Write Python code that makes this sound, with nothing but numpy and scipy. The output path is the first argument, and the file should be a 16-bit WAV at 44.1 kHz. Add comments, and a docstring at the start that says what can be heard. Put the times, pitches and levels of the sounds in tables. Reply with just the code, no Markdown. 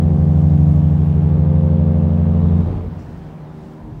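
"""Two fog horns of a large ship, about a minor third apart, beat against each other over the side deck.
Their diaphragms chop compressed air into a boom, a blare and a hiss; the blast stops and rolls away
over the water. Under it the engines drone, the bow wave washes and sprays along the hull,
and gusts buffet the single microphone, out in the open on deck."""
import sys
import numpy as np
from scipy import signal
from scipy.fft import rfft, irfft, next_fast_len
from scipy.io import wavfile
from scipy.ndimage import uniform_filter1d, map_coordinates

SR = 44100
rng = np.random.default_rng(int(sys.argv[2]) if len(sys.argv) > 2 else 0)


def waveform_to_disk(signal):
    """Save audio, clipped to [-1, 1], as 16-bit WAV at the path in sys.argv[1]."""
    frames = np.transpose(np.atleast_2d(signal))
    scaled = np.clip(frames, -1, 1) * 32767
    samples = np.round(scaled).astype(np.int16)
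    wavfile.write(sys.argv[1], SR, samples)


N = 176400


# Horn pitches, sagging with the air pressure: time_s, low_pitch_hz, high_pitch_hz
HORN_PITCH = [(0, 74.5, 86.92), (1.2, 74.5, 87.1), (1.7, 74.39, 86.9), (2.5, 74.2, 86.55)]
# Partials of each horn, heard from the side deck: harmonic, level_db
LOW_HORN = [(1, -24.5), (2, -16), (3, -26.7), (4, -36), (5, -40.3), (6, -39.5), (7, -40.5), (8, -45),
            (9, -48.5), (10, -47.5), (11, -50.5), (12, -55), (13, -57), (14, -60), (15, -59), (16, -65),
            (21, -66), (23, -72), (29, -75), (36, -74)]
HIGH_HORN = [(1, -17.2), (2, -19.7), (3, -42), (4, -52), (5, -47.5), (6, -53), (7, -51), (8, -53), (9, -57),
             (10, -58), (11, -57), (12, -62), (13, -62), (14, -64)]
# Swell of the low horn's boom (partials 1, 2, 4), body (3) and blare (5 up): time_s, gain_db
LOW_BOOM = [(0, -1.5), (.6, 3.5), (1.1, 0.1), (1.5, 0.7), (2.0, -2.6), (2.35, -5), (2.55, -4)]
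LOW_BODY = [(0, 1), (.35, -1), (.7, -.5), (1.05, -3), (1.4, -4), (1.8, 2.2), (2.55, 2.2)]
LOW_BLARE = [(0, -.5), (.6, -1), (1.2, -1), (1.7, .5), (2.1, 0), (2.55, -1)]
# Swell of the whole high horn: time_s, gain_db
HIGH_SWELL = [(0, 0), (.55, 0.5), (1.1, -2), (1.6, 0), (2.2, 0.2), (2.55, 2.2)]

def horns():
    """Two diaphragms chop compressed air; the horns sound together and throb."""
    # The low horn's flipped sign and the high one's phase offset shape and time the beat.
    high_offset_s = .0023
    _, low_hz, high_hz = HORN_PITCH[0]
    low_phase = 2 * np.pi * np.cumsum(curve(HORN_PITCH, column=1)) / SR
    high_phase = 2 * np.pi * (np.cumsum(curve(HORN_PITCH, column=2)) / SR - high_offset_s * high_hz)
    boom, body, blare = curve(LOW_BOOM), curve(LOW_BODY), curve(LOW_BLARE)
    tones = np.zeros(N)
    for k, db in LOW_HORN:
        swell_db = body if k == 3 else boom if k <= 4 else blare
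        tones -= horn_partial(k * low_phase, k * low_hz, db + swell_db)
    for k, db in HIGH_HORN:
        tones += horn_partial(k * high_phase, k * high_hz, db + curve(HIGH_SWELL))
    return tones + horn_air(low_phase, high_phase)


# A bright spot that wanders down through the overtones: time_s, centre_hz
BRIGHT_SPOT = [(0, 780), (.65, 745), (.95, 470), (1.25, 420), (1.6, 520), (1.95, 585), (2.3, 560),
               (2.55, 380)]

def horn_partial(phase, hz, level_db):
    """One partial: held while the valve is open, then a scattered echo dying over the water."""
    stop_s, cut_s, linger_s = 2.595, .055, .19
    bright_db, bright_width_hz = 4, 70
    upper = np.clip((hz - 200) / 160, 0, 1)  # 0 in the bass, 1 from 360 Hz up
    since_stop = np.arange(N) / SR - stop_s
    shut = np.clip(since_stop / cut_s, 0, 1)
    scattered = np.clip(.02 + .025 * upper * hz / 100 + .55 * shut, 0, 1)
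    tone = np.exp(1j * (phase + .8 * upper * rng.standard_normal()))
    tone *= np.sqrt(1 - scattered ** 2) + scattered * flutter(22)
    drift = wobble(1.6)
    colour_db = 2.2 * upper * (drift - drift.mean())
    colour_db += bright_db * np.exp(-((hz - curve(BRIGHT_SPOT)) / bright_width_hz) ** 2)
    # As the valve shuts, upper partials drop less and linger, then fall twice as fast.
    cut_db = 7.5 * shut / (1 + 2 * upper)
    fall_db = 39 * (1 + upper) * np.maximum(since_stop - linger_s * upper, 0)
    return np.sqrt(2) * tone.real * amp(level_db + colour_db - cut_db - fall_db)


# Air rushing through the horns, and its brighter rasp: freq_hz, gain_db
AIR_SPECTRUM = [(150, -22), (300, -1), (400, 12), (520, -0.5), (700, -1.5), (900, -5.5), (1300, -9),
                (2000, -14.5), (3500, -19.5), (4600, -32), (8000, -49)]
RASP_SPECTRUM = [(500, -21), (800, 1.5), (950, 3.5), (1250, -1), (1600, -15.5), (2700, -20.5),
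                 (3700, -17.5), (4600, -30), (7000, -53.5)]
# The air holds through the blast, the rasp swells near its end: time_s, level_db
AIR_LEVEL = [(0, -47), (.8, -44.5), (1.5, -44.5), (2.1, -43.5), (2.5, -45), (2.77, -43), (2.92, -56.5),
             (3.3, -77.5)]
RASP_LEVEL = [(0, -64), (.8, -56.5), (1.4, -56.5), (2.1, -55.5), (2.45, -46), (2.78, -47.5), (2.9, -62),
              (3.2, -74)]

def horn_air(low_phase, high_phase):
    """Escaping air hisses and rasps, pulsing with both diaphragms."""
    pulsing = unit(1 + .4 * (np.cos(low_phase) + .5 * np.cos(high_phase)))
    hiss = amp(curve(AIR_LEVEL)) * rush(AIR_SPECTRUM)
    rasp = amp(curve(RASP_LEVEL)) * rush(RASP_SPECTRUM)
    return pulsing * (hiss + rasp)


# Tones of the engine exhaust, heard on deck: pitch_multiple, level_db
ENGINE_TONES = [(1, -49), (2, -39.5), (2.33, -44), (3, -45), (3.5, -53), (4, -49.5), (5, -51), (6, -55),
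                (7, -58.5), (8, -57.5), (9, -58.5), (10, -58.5), (11, -59.5), (12, -60.5), (13, -62)]

def engine():
    """The exhaust drones under the horns, each tone wavering in phase and level."""
    pitch_hz = 77.17
    phase = 2 * np.pi * pitch_hz * np.arange(N) / SR
    drone = np.zeros(N)
    for k, db in ENGINE_TONES:
        tone = np.exp(1j * (k * phase + 2 * wobble(1.995))) * (1 + .55 * flutter(16))
        waver = amp(2.5 * wobble(2.924))
        drone += amp(db) * unit(tone.real * waver)
    return drone


# Low wash, foam and fine spray along the hull: freq_hz, gain_db
WASH_SPECTRUM = [(20, -30.5), (50, -5), (90, 0), (150, 1.5), (300, -3.5), (420, -8), (600, -9.5),
                 (1000, -14), (1600, -21.5), (2500, -28.5), (4000, -35.5), (7000, -45.5), (12000, -52),
                 (15500, -46)]
FOAM_SPECTRUM = [(1500, -22.5), (3000, 1), (5200, 3), (7500, -0.5), (12000, -13.5), (15500, -8.5)]
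SPRAY_SPECTRUM = [(2500, -15.5), (5000, 2), (9000, 1), (12500, 0.5), (15500, -6.5)]
# How each surges, heard from the deck above: time_s, level_db
WASH_LEVEL = [(0, -38.5), (2.8, -40), (3.1, -39), (3.45, -41), (3.65, -40.5), (4, -43)]
FOAM_LEVEL = [(0, -69), (.6, -63), (1.1, -70.5), (1.8, -77), (2.5, -68), (2.95, -73), (3.1, -67.5),
              (3.45, -74), (3.65, -66), (3.85, -75), (4, -70.5)]
SPRAY_LEVEL = [(0, -74), (.15, -74.5), (.28, -72), (.5, -75), (.7, -69.5), (.95, -73.5), (1.04, -68.5),
               (1.2, -75), (1.6, -80.5), (4, -80.5)]

def bow_wave():
    """The bow wave washes along the hull, foam hisses and fine spray ticks."""
    drops_per_s = 2500
    wash = amp(curve(WASH_LEVEL) + .24 * wobble(9.6)) * rush(WASH_SPECTRUM)
    foam = amp(curve(FOAM_LEVEL) + .6 * wobble(6.6)) * rush(FOAM_SPECTRUM)
    drops = (rng.random(N) < drops_per_s / SR) * rng.standard_normal(N)
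    spray = amp(curve(SPRAY_LEVEL) + wobble(14)) * coloured(drops, SPRAY_SPECTRUM)
    return wash + foam + spray


# One small splash below the deck: freq_hz, gain_db
SPLASH_SPECTRUM = [(3500, -23), (5000, -3.5), (5800, -1), (7500, -10), (10000, -26)]

def splash():
    """A crest slaps the hull with a short hiss."""
    peak_s, peak_db, rise_s, fall_db_per_s = 3.0, -62, .025, 200
    since_peak = np.arange(N) / SR - peak_s
    rise = np.clip(1 + since_peak / rise_s, 0, 1)
    return rise * amp(peak_db - fall_db_per_s * np.maximum(since_peak, 0)) * rush(SPLASH_SPECTRUM)


# Rumble of wind right on the microphone: freq_hz, gain_db
WIND_SPECTRUM = [(15, -34), (28, -9.5), (42, 10), (110, 9), (200, -2), (350, -5), (700, -30), (1500, -72.5)]
# Gusts across the deck: time_s, level_db
GUST_LEVEL = [(0, -25), (.25, -29), (.42, -44), (.75, -42), (.97, -33), (1.08, -37), (1.2, -30),
              (1.28, -36), (1.36, -27), (1.5, -43), (2.1, -43), (2.4, -30), (2.57, -31), (2.7, -24),
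              (2.88, -32), (3.05, -35), (3.3, -43), (3.8, -48), (3.87, -34), (4, -32)]

def wind():
    """Lumpy gusts buffet the microphone."""
    return amp(curve(GUST_LEVEL) + wobble(14)) * rush(WIND_SPECTRUM)


def amp(db):
    """Decibels to gain."""
    return 10 ** (np.asarray(db) / 20)


def unit(x):
    """Scale to rms 1."""
    return x / np.sqrt(np.mean(np.abs(x) ** 2) + 1e-20)


def curve(rows, column=1):
    """One column of a time table, one value per sample."""
    columns = np.transpose(rows)
    return np.interp(np.arange(N) / SR, columns[0], columns[column])


def wobble(knots_per_s):
    """A smooth random curve."""
    positions = np.linspace(0, N * knots_per_s / SR, 2048) + 2
    slow = map_coordinates(rng.standard_normal(1024), [positions], mode="wrap")
    return np.interp(np.arange(N), np.linspace(0, N, len(slow)), slow)


def flutter(knots_per_s):
    """Random amplitude and phase of a scattered tone."""
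    return unit(wobble(knots_per_s) + 1j * wobble(knots_per_s))


def coloured(x, spectrum):
    """x through a (freq_hz, gain_db) spectrum, at rms 1."""
    size = next_fast_len(N + 8192)
    hz, db = np.transpose(spectrum)
    gain = amp(np.interp(np.log(np.fft.rfftfreq(size, 1 / SR) + 1), np.log(hz + 1), db))
    return unit(irfft(rfft(x, size) * gain, size)[:N])


def rush(spectrum, patchy_db=1.2):
    """Coloured noise with patches of random gain in frequency and time."""
    bins = signal.stft(rng.standard_normal(N), nperseg=512)[2]
    patches = uniform_filter1d(rng.standard_normal(bins.shape), size=7, axis=0)
    patches = uniform_filter1d(patches, size=14, axis=1)
    noise = signal.istft(bins * amp(patchy_db * unit(patches)), nperseg=512)[1][:N]
    return coloured(noise, spectrum)


def scene():
    """From the side deck, in mono: horns over engine, water and wind."""
    return (horns() + engine() + bow_wave() + splash() + wind())[None]


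def record(dry):
    """The microphone chain passes nothing above its band limit."""
    top_hz = 15720
    size = next_fast_len(N + 8192)
    passband = np.fft.rfftfreq(size, 1 / SR) < top_hz
    return irfft(rfft(dry, size) * passband, size)[..., :N]


dry = scene()
out = record(dry)
waveform_to_disk(out)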